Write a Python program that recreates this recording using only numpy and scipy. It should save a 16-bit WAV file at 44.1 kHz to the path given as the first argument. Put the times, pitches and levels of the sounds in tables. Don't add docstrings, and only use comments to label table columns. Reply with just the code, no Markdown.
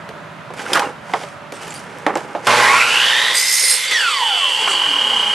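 import sys
import numpy as np
from scipy import signal
from scipy.fft import rfft, irfft, next_fast_len
from scipy.io import wavfile
from scipy.ndimage import uniform_filter1d

SR = 44100
rng = np.random.default_rng(int(sys.argv[2]) if len(sys.argv) > 2 else 0)


def transcribe(signal):
    frames = np.atleast_2d(signal).T
    limited = np.clip(frames, -1, 1)
    pcm = np.round(limited * 32767).astype(np.int16)
    wavfile.write(sys.argv[1], SR, pcm)


def field_ratio(decibels):
    return 10 ** (np.asarray(decibels, dtype=float) / 20)


N = 235798
t = np.arange(N) / SR
SIZE = next_fast_len(N + SR)
FREQ = np.maximum(np.arange(SIZE // 2 + 1) * SR / SIZE, 1)

SWITCH_ON_S, BITE_S, BRAKE_S = 2.468, 3.47, 3.915
FREE_HZ = 350
# [f/Hz, width/Hz, level/dB]
HOUSING_MODES = [(550, 160, -4.5), (842, 47, 5.5), (1010, 73, 3.5), (1555, 46, -1), (2135, 62, 0),
                 (2420, 58, 2.5)]


def level(x):
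    return x / np.sqrt(np.mean(x ** 2))


def colour(x, spectrum, share=1):
    hz, db = np.transpose(spectrum)
    gain = field_ratio(share * np.interp(np.log(FREQ), np.log(hz), db))
    return irfft(rfft(x, SIZE) * gain, SIZE)[..., :N]


def band_level(x, lo_hz, hi_hz):
    power = np.abs(rfft(x, SIZE)) ** 2
    in_band = (FREQ > lo_hz) & (FREQ < hi_hz)
    return level(x) * np.sqrt(power.sum() / power[..., in_band].sum())


def resonate(x, hz, width_hz):
    r = np.exp(-np.pi * width_hz / SR)
    return signal.lfilter([1 - r, 0, r - 1], [1, -2 * r * np.cos(2 * np.pi * hz / SR), r * r], x)


def walk(rate):
    k = max(int(SR / rate), 1)
    steps = np.repeat(rng.standard_normal(N // k + 1), k)
    return level(uniform_filter1d(uniform_filter1d(steps, k), k)[:N])


def curve(table, column, fade_s=0.002):
    s, db = np.array(table)[:, 0], np.array(table)[:, column]
    inside = np.clip(np.minimum(t - s[0], s[-1] + fade_s - t) / fade_s, 0, 1)
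    return field_ratio(np.interp(t, s, db)) * inside


def grains(spread_db):
    return rng.standard_normal(N) * field_ratio(spread_db * walk(400))


def since(s, tau):
    return (t >= s) * np.exp(-np.maximum(t - s, 0) / tau)


def stroke(s, rise, fall):
    bend = 1.8
    return field_ratio(-20 * np.where(t < s, (s - t) / rise, (t - s) / fall) ** bend)


def yard():
    # [f/Hz, level/dB]
    yard_colour = [(15, -69), (25, -8), (159, -2), (322, -12.5), (366, -11.5), (528, -13), (617, -5),
                   (844, -11), (936, -5), (1090, -9.5), (1310, -6.5), (2270, -16), (3190, -21), (4840, -30),
                   (12700, -43.5), (16500, -88), (22000, -120)]
    # [f/Hz, width/Hz, level/dB]
    far_hum = [(157, 28, -8.5), (577, 0.68, -6)]
    mid = field_ratio(1.0 * walk(2.8)) * rng.standard_normal(N)
    side = 0.44 * rng.standard_normal(N)
    air = band_level(colour(np.array([mid + side, mid - side]), yard_colour), 72, 250)
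    hum = sum(field_ratio(db) * level(resonate(mid, hz, width)) for hz, width, db in far_hum)
    return field_ratio(-40.5) * (air + hum)


def garage(x):
    dull_t60_s, hiss_t60_s = 0.085, 0.2
    u = np.arange(int(.6 * SR)) / SR
    noise = rng.standard_normal((2, len(u))) * (u > .004)
    dull = uniform_filter1d(noise, size=9)
    tail = 2 * dull * np.exp(-np.log(1000) * u / dull_t60_s)
    tail = tail + (noise - dull) * np.exp(-np.log(1000) * u / hiss_t60_s)
    tail = colour(tail / np.sqrt(np.sum(tail ** 2) / 2),
                  [(100, -7), (500, -9.5), (1500, -8.0), (5000, 0.0), (9000, 7.0), (11000, 6.0), (12000, 2)])
    return irfft(rfft(tail, SIZE) * rfft(x, SIZE), SIZE)[:, :N]


def scrapes():
    # [hardest t/s, build-up/s, let-go/s, body level/dB, grit level/dB]
    pushes = [(.6, 0.063, 0.13, -33.5, -32.5), (0.756, 0.094, 0.086, -20.5, -24),
              (0.841, 0.012, 0.11, -26, -38), (1.19, 0.18, 0.2, -38, -36),
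              (1.545, 0.012, 0.049, -52, -33.5), (1.64, 0.078, 0.15, -38.5, -34.5),
              (1.77, 0.14, 0.088, -48, -38.5), (1.9, 0.12, 0.27, -44.5, -49.5),
              (2.085, 0.017, 0.086, -23.5, -69), (2.19, 0.071, 0.088, -42, -45),
              (2.3, 0.66, 0.83, -35.5, -46), (2.467, 0.039, 0.018, -40.5, -29.5)]
    # [t/s, f/Hz, width/Hz, level/dB]
    squeaks = [
        (1.556, 8400, 300, -44),
        (1.71, 7250, 300, -37),
        (1.765, 4750, 150, -41),
        (1.757, 9500, 350, -41),
        (1.78, 9200, 300, -44),
    ]
    # [f/Hz, level/dB]
    drag_colour = [(71, -53), (120, -10.5), (513, 4), (708, -12), (820, 7), (896, -2), (1500, -4),
                   (1980, -11), (2190, -10.5), (4000, -35), (5200, -51), (8800, -120)]
    # [f/Hz, level/dB]
    grit_colour = [(1470, 2), (2500, 5), (2920, 4), (4020, -4.5), (4700, -1), (6560, -4), (7320, -4.5),
                   (9940, -9), (12700, -19.5), (16500, -57), (22000, -120)]
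    drag = band_level(colour(grains(3.0), drag_colour), 300, 2500)
    grit = band_level(colour(grains(2.7), grit_colour), 3640, 13000)
    out = 0
    for s, hz, width, db in squeaks:
        out = out + field_ratio(db) * stroke(s, .018, .018) * level(resonate(grit, hz, width))
    for s, rise, fall, body_db, grit_db in pushes:
        out = out + stroke(s, rise, fall) * (field_ratio(body_db) * drag + field_ratio(grit_db - 6.5) * grit)
    return out


def wood_knock(u, db, hz, crack_db):
    # [multiple of the body pitch, level/dB]
    wood = [(.62, -6), (1, 0), (1.37, -4), (1.9, -8), (2.7, -14)]
    fall = np.log(1000) * u / 0.083
    body = 0
    for multiple, mode_db in wood:
        detune = 1 + .04 * rng.standard_normal()
        tone = np.sin(2 * np.pi * hz * multiple * detune * u)
        body = body + field_ratio(mode_db) * tone * np.exp(-fall * multiple ** 1.1)
    noise = rng.standard_normal((3, len(u)))
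    tail = level(resonate(resonate(noise[0], hz * 0.93, hz * 1.4), hz, hz * 0.91)) * np.exp(-fall * 0.61)
    blow = level(resonate(resonate(noise[1], 1760, 2000), 1700, 2000)) * np.exp(-u / 0.0032)
    crack = resonate(noise[2], 3200, 4400) * np.exp(-u / 0.0047)
    return field_ratio(db) * (0.43 * body + 0.5 * tail + 0.7 * field_ratio(0.21 * crack_db) * blow + 4 * field_ratio(crack_db) * crack)


def knocks():
    # [t/s, peak level/dB, body f/Hz, crack level/dB]
    wood_hits = [(0.09, -24.5, 450, -19), (0.506, -23.5, 427, -36), (0.537, -32, 650, -10),
                 (0.574, -28, 1390, -38), (0.594, -20.5, 1440, -45), (0.663, -22.5, 1450, -34.5),
                 (0.716, -37, 860, -16), (0.733, -14.5, 900, -1.5), (0.745, -9, 996, -30),
                 (0.754, -11, 1340, -14), (0.761, -8, 1150, -32), (0.773, -10, 870, -20),
                 (0.794, -8.5, 845, -15.5), (0.819, -13.5, 1010, -41), (0.83, -15.5, 1010, -35),
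                 (0.854, -30, 433, -12), (1.096, -24, 827, -26), (1.1372, -7, 725, -36),
                 (1.218, -30, 700, -21), (1.236, -20, 617, -22), (1.522, -23, 457, -14),
                 (1.536, -34, 448, -36), (2.0654, -2, 523, -36), (2.155, -7.5, 570, -50),
                 (2.172, -17.5, 536, -18), (2.35, -11, 577, -99), (2.47, -7, 1018, -11.5),
                 (3.911, -14, 2116, -12), (4.678, -12, 1293, -28), (4.706, -31, 1210, -25)]
    # [f/Hz, level/dB, t60/s]
    latch_modes = [(3230, 13, 0.035), (3570, 10, 0.032), (4100, -6, 5.0), (5020, 12, 0.029),
                   (8199, -21, 0.034)]
    # [t/s, level/dB]
    latch_hits = [
        (0.733, -13.5),
        (1.137, -30),
        (2.156, -58),
    ]
    # [t/s, f/Hz, level/dB, decay/s]
    snaps = [(0.5042, 950, -16.5, 0.0013), (0.5377, 1100, -21, .001), (.664, 1420, -14.5, 0.004),
             (0.7517, 1300, -9, .002), (0.7603, 1210, -3.5, 0.0024), (0.796, 1840, -17, 0.0017),
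             (0.8197, 910, -13, 0.0035), (0.858, 2780, -22, 0.0043), (1.1363, 875, -6.5, 0.0032),
             (1.1369, 2070, -7.5, 0.0027), (1.2155, 740, -21, 0.0044), (2.0651, 1840, -0.5, 0.0013),
             (2.1546, 7400, -12.5, 0.0005), (2.1555, 5550, -20, .001), (2.351, 900, -12, 0.0028),
             (4.6752, 1070, -8, 0.0043), (4.677, 2250, -10, .0016), (4.6768, 6000, -16, .0012),
             (4.7055, 1200, -10, 0.0019)]
    # [t/s, level/dB]
    ticks = [(1.538, -35), (1.632, -34), (1.678, -31), (1.741, -27), (1.8, -35), (1.84, -39), (1.985, -35)]
    out, u = np.zeros(N + SR), np.arange(SR // 3) / SR

    def add(s, sound):
        out[int(s * SR):int(s * SR) + len(u)] += sound

    for s, db, hz, crack_db in wood_hits:
        add(s, wood_knock(u, db, hz, crack_db))
    latch = 0
    for hz, db, t60 in latch_modes:
        fall = np.exp(-np.log(1000) * u / min(t60, 1 / 40))
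        latch = latch + field_ratio(db) * np.sin(2 * np.pi * hz * u) * fall
    for s, db in latch_hits:
        add(s, field_ratio(db) * latch / 2)
    for s, hz, db, fall_s in snaps:
        add(s, field_ratio(db) * np.sin(2 * np.pi * hz * u) * np.exp(-u / fall_s))
    for s, db in ticks:
        tick = level(resonate(rng.standard_normal(len(u)), 7000, 6000))
        add(s, field_ratio(db) * tick * np.exp(-u / 0.0016))
    return signal.sosfilt(signal.butter(2, 190, "high", fs=SR, output="sos"), out[:N])


def rotor_speed():
    run_up = 275 * since(SWITCH_ON_S, .7)
    stall = 40 * since(SWITCH_ON_S, .1)
    sag = 22 * ((t >= BITE_S) - since(BITE_S, .12))
    powered = FREE_HZ - run_up - stall - sag
    crawl_hz, grab_hz = 21.6, 24
    slow_hz = powered[int(BRAKE_S * SR)] - crawl_hz - grab_hz
    braked = crawl_hz + slow_hz * since(BRAKE_S, .384) + grab_hz * since(BRAKE_S, .1)
    return np.where(t < BRAKE_S, powered, braked)


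def motor_growl(turns):
    # [f/Hz, level/dB]
    growl_colour = [(35, -76), (60, -51), (112, -13.5), (301, -17.5), (360, -8), (674, -9.5), (987, -3),
                    (1410, -2.5), (4530, -15), (11100, -30), (12700, -66), (16500, -72), (22000, -120)]
    pulse = 1 + 0.22 * np.cos(2 * np.pi * 120 * t) * (t < BRAKE_S) + 0.2 * np.cos(2 * np.pi * turns)
    rough = colour(pulse * grains(0.62), growl_colour)
    modes = sum(field_ratio(db + 3.5) * resonate(rough, hz, width) for hz, width, db in HOUSING_MODES)
    return band_level(1.04 * rough + modes, 400, 1350)


def fan_air(rough_load):
    # [f/Hz, level/dB]
    air_colour = [(300, -17.5), (900, -8.5), (2000, 7), (3500, 3), (4700, 0), (6200, -3), (8300, -9.5),
                  (11500, -11), (13000, -27)]
    # [f/Hz, width/Hz, level/dB]
    vents = [(487, 60, 17.5), (4330, 10, 12), (4620, 67, 10.5), (7940, 790, 6), (8260, 450, -3)]
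    air = colour(grains(1.0), air_colour)
    air = air + sum(field_ratio(db + 4.5 * walk(25)) * (1 - rough_load) * resonate(air, hz, width)
                    for hz, width, db in vents)
    return band_level(air, 3630, 17000)


def gear_whine(turns, speed_hz, rough_load):
    orders = [7.28, 12.75, 14.56, 21.84, 25.5, 29.1, 32.8, 36.4, 43.7, 51]
    # [level/dB, change under load/dB, extra power of braking speed, roughness]
    gears = [(-1, -5, 0, 1.2), (-5, 6, .55, 1.35), (-10, 17, .1, 1.5), (1, -40, 1.4, 1), (-9, -34, .2, 1),
             (-12, -36, .2, 1), (-16, -34, .2, 1), (-14, -38, .2, 1), (-10, -36, .3, 1), (-17, -34, .2, 1)]
    # [f/Hz, width/Hz, level/dB]
    gear_case = [(302, 12, 6), (430, 56, 6), (860, 120, 2.5), (1110, 21, 10.5), (1390, 75, 5.5),
                 (1920, 230, 7), (2550, 104, -1), (2870, 170, -0.5), (3690, 360, 0), (4630, 87, 9.5)]
    powered = t < BRAKE_S
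    rocking = turns + .024 * walk(30)
    whine = 0
    for order, (db, load_db, fade, uneven) in zip(orders, gears):
        rate = 45 * order + 200
        shake = walk(rate) + 1j * walk(rate)
        beat = 1 + 0.11 * np.cos(2 * np.pi * (turns + rng.random()))
        beat = beat + .36 * np.cos(2 * np.pi * 120 * t) * powered
        blur = rough_load * np.where(powered, uneven, 1) + .16 * (t > BRAKE_S)
        blur = np.minimum(blur * (orders[0] / order) ** .6, .92)
        tone = (1 - blur + 0.54 * blur * shake) * np.exp(2j * np.pi * order * rocking)
        flutter_db = np.where(powered, 1.6, 2 + order / 14) * walk(30)
        slowing = np.where(powered, 1, (speed_hz / 250) ** fade)
        whine = whine + field_ratio(db + load_db * rough_load ** 2 + flutter_db) * beat * slowing * tone.real
    whine = colour(whine, [(200, -4.5), (350, -9.5), (600, -8.5), (900, 4.5), (1500, 0.5), (2000, 0.0),
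                           (2800, 4.0), (4000, -3), (6500, -6), (9000, -18)])
    return whine + sum(field_ratio(db + 3.0) * resonate(whine, hz, width) for hz, width, db in HOUSING_MODES + gear_case)


def mains_hum():
    # [f/Hz, level/dB]
    mains = [(120, -33.5), (240, -34.5), (360, -50), (480, -31), (600, -33.5)]
    hum = sum(field_ratio(db) * np.sin(2 * np.pi * hz * t) for hz, db in mains)
    return hum * (t > 2.47) * np.exp(-np.abs(t - 2.47) / 0.7)


def motor(turns, speed_hz):
    # [t/s, share/1]
    load = [(2.47, 1), (2.8, .75), (3.3, .75), (3.42, .36), (3.9, .36), (3.93, .3), (4.4, .3), (5.35, .35)]
    rough_load = np.interp(t, *np.transpose(load))
    speed = speed_hz / FREE_HZ
    running = np.clip((t - SWITCH_ON_S) / 0.0019, 0, 1)
    pull = np.abs(np.gradient(speed)) * SR * (t > SWITCH_ON_S + .001)
    torque = 0.12 + uniform_filter1d(pull, size=441) / 2
    shield = uniform_filter1d(1. 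* (t > 3.37) * (t < 4.6), size=3000)
    puffs = field_ratio(-46) * since(SWITCH_ON_S, 0.11) + field_ratio(-17) * since(BRAKE_S, 0.011)
    brake_rub = field_ratio(-19) * since(BRAKE_S, 0.83)
    release_db = -6 * np.exp(np.minimum(t - BRAKE_S, 0) / .03)
    slack = (1 - since(SWITCH_ON_S, 0.14)) ** 2
    driven = field_ratio(-4.5 * shield + release_db) * speed ** 1.5 * slack
    braked = field_ratio(-2.5 - 6.7 * since(BRAKE_S, .012)) * speed ** 0.7
    mesh = np.where(t < BRAKE_S, driven, braked)
    growl = field_ratio(-11 - 7.5 * shield) * torque ** 0.36 * motor_growl(turns)
    air = (field_ratio(-9.5) * speed ** 0.86 + puffs + brake_rub) * fan_air(rough_load)
    whine = mesh * torque ** 0.31 * gear_whine(turns, speed_hz, rough_load)
    return running * (growl + air + whine + field_ratio(7.5 - 14 * shield) * mains_hum())


def blade_song(turns, speed_hz):
    # [t/s, level/dB]
    ring = [(3.64, -44), (3.88, -23), (4.05, -23), (4.25, -18), (4.45, -15), (4.7, -17), (4.85, -15.5),
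            (5.35, -16.5)]
    # [f at rest/Hz, lowest wave/half orders, levels per wave/dB]
    blade = [(2931, -7, [-15, 2, -4, -2, 1, 0, -2, -17]), (3151, -4, [-2, 0, -14, -2, -7, -6, -18]),
             (3256, 3, [-10])]
    # [f/Hz, level/dB]
    guard = [(2550, -15.5), (2700, 8), (2900, 1), (3100, 3), (3300, 3), (3500, 11.5), (3750, -20)]
    stiff = np.cumsum(1.3e-4 * speed_hz ** 2) / SR
    song = 0
    for hz, lowest, waves in blade:
        lag = .97 - .9 * (hz - blade[0][0]) / 1000
        for k, db in enumerate(waves):
            order = np.round(lowest) / 2 + k
            inverted = .5 * (order < -.9)
            cycles = hz * t + stiff + order * (turns + lag) + inverted
            flutter_db = 1.5 * walk(70) + np.clip(speed_hz / 60, 0, 1.4) * walk(12)
            far_db = -13 * speed_hz / FREE_HZ * (abs(order - .75) - 1 / 4)
            drift = .07 * walk(9)
            song = song + field_ratio(db + flutter_db + far_db) * np.sin(2 * np.pi * (cycles + drift))
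    return curve(ring, 1, 0.034) * field_ratio(-7.5) * colour(song, guard)


def wobble(hz, width_hz):
    return field_ratio(2.0 * walk(49)) * np.sin(2 * np.pi * np.cumsum(hz + width_hz * walk(30) / 2) / SR)


def cut(turns):
    # [t/s, level/dB]
    feed = [(3.34, -19.5), (3.39, -15.5), (3.44, -22), (3.52, -16.5), (3.62, -17.5), (3.72, -15.5),
            (3.76, -19.5), (3.8, -23.5), (3.86, -24)]
    # [f/Hz, width/Hz, level/dB, loudest t/s, lasting/s]
    teeth = [(4200, 60, -5, 3.7, .15), (4640, 30, -6, 3.64, .08), (4871, 20, 3, 3.39, .05),
             (4950, 25, -1, 3.49, .06), (4920, 30, -3, 3.68, .05), (5170, 30, -3, 3.39, .05),
             (5268, 16, -2, 3.58, .12), (5290, 20, 1, 3.72, .04), (5390, 25, -1, 3.76, .03),
             (5358, 14, -2, 3.47, .07), (6300, 40, -5, 3.57, .06), (5790, 25, -3, 3.58, .08),
             (6181, 22, -1, 3.41, .1), (6468, 20, -2, 3.63, .08), (6890, 30, -8, 3.55, .2),
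             (7164, 16, -3, 3.47, .12), (8173, 16, 1, 3.38, .06), (8310, 30, -4, 3.53, .08),
             (8493, 14, 2, 3.68, .08), (9254, 20, 0, 3.69, .1), (9533, 16, -6, 3.72, .06),
             (9890, 14, -6, 3.62, .12), (10179, 16, 2, 3.73, .05), (10310, 20, -5, 3.45, .12),
             (10600, 50, -5, 3.6, .1), (11200, 30, -9, 3.76, .08), (11700, 90, -9, 3.5, .2)]
    # [f/Hz, level/dB]
    chip_colour = [(880, -45), (1500, -35), (2050, -26), (3150, -23), (5100, -11), (7560, 0), (8340, -4),
                   (10500, -5), (12700, -11), (16500, -51), (22000, -120)]
    bite = (1 + .5 * np.cos(2 * np.pi * turns / 4)) * grains(0.28)
    modes = 0
    for hz, width, db, s, span in teeth:
        swell = field_ratio(db - 16.5 * np.minimum(((t - s) / span) ** 2 / 3, 1))
        modes = modes + swell * (level(resonate(bite, hz, 2 * width)) + .6 * wobble(hz, width))
    chips = band_level(colour(bite, chip_colour), 3900, 12000)
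    return curve(feed, 1, 0.0015) * (0.47 * modes + 0.3 * chips)


def camera_gain():
    # [t/s, level/dB]
    gain = [(.75, 0), (.95, -0.5), (1.3, -0.5), (2.42, -1), (2.6, -3), (2.87, -10), (3.2, -11.5),
            (3.5, -16), (4.25, -17.5), (4.66, -12), (5.2, -9.5), (5.35, -8.5)]
    return field_ratio(np.interp(t, *np.transpose(gain)))


def scene():
    # [f/Hz, left minus right level/dB]
    balance = [(100, -2.5), (1000, -3.5), (2500, -1), (4500, -2), (8500, -4), (12000, 0)]
    gain = camera_gain()
    speed_hz = rotor_speed()
    turns = np.cumsum(speed_hz) / SR
    near = gain * motor(turns, speed_hz) + blade_song(turns, speed_hz) + cut(turns) + scrapes() + knocks()
    left, right = near + field_ratio(-11.0) * garage(near) + gain ** 1.01 * yard()
    return np.array([colour(left, balance, .5), colour(right, balance, -.5)])


def roll_off(x):
    return signal.sosfilt(signal.butter(12, 12840, fs=SR, output="sos"), x)


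def record(dry):
    rounded = np.tanh(0.78 * dry) / 0.82
    cut_bass = signal.sosfilt(signal.butter(2, 140, "high", fs=SR, output="sos"), rounded)
    cut_top = signal.sosfilt(signal.ellip(5, .5, 35, 12200, fs=SR, output="sos"), cut_bass)
    return roll_off(np.clip(cut_top, -1, 1))


dry = scene()
out = record(dry)
transcribe(out)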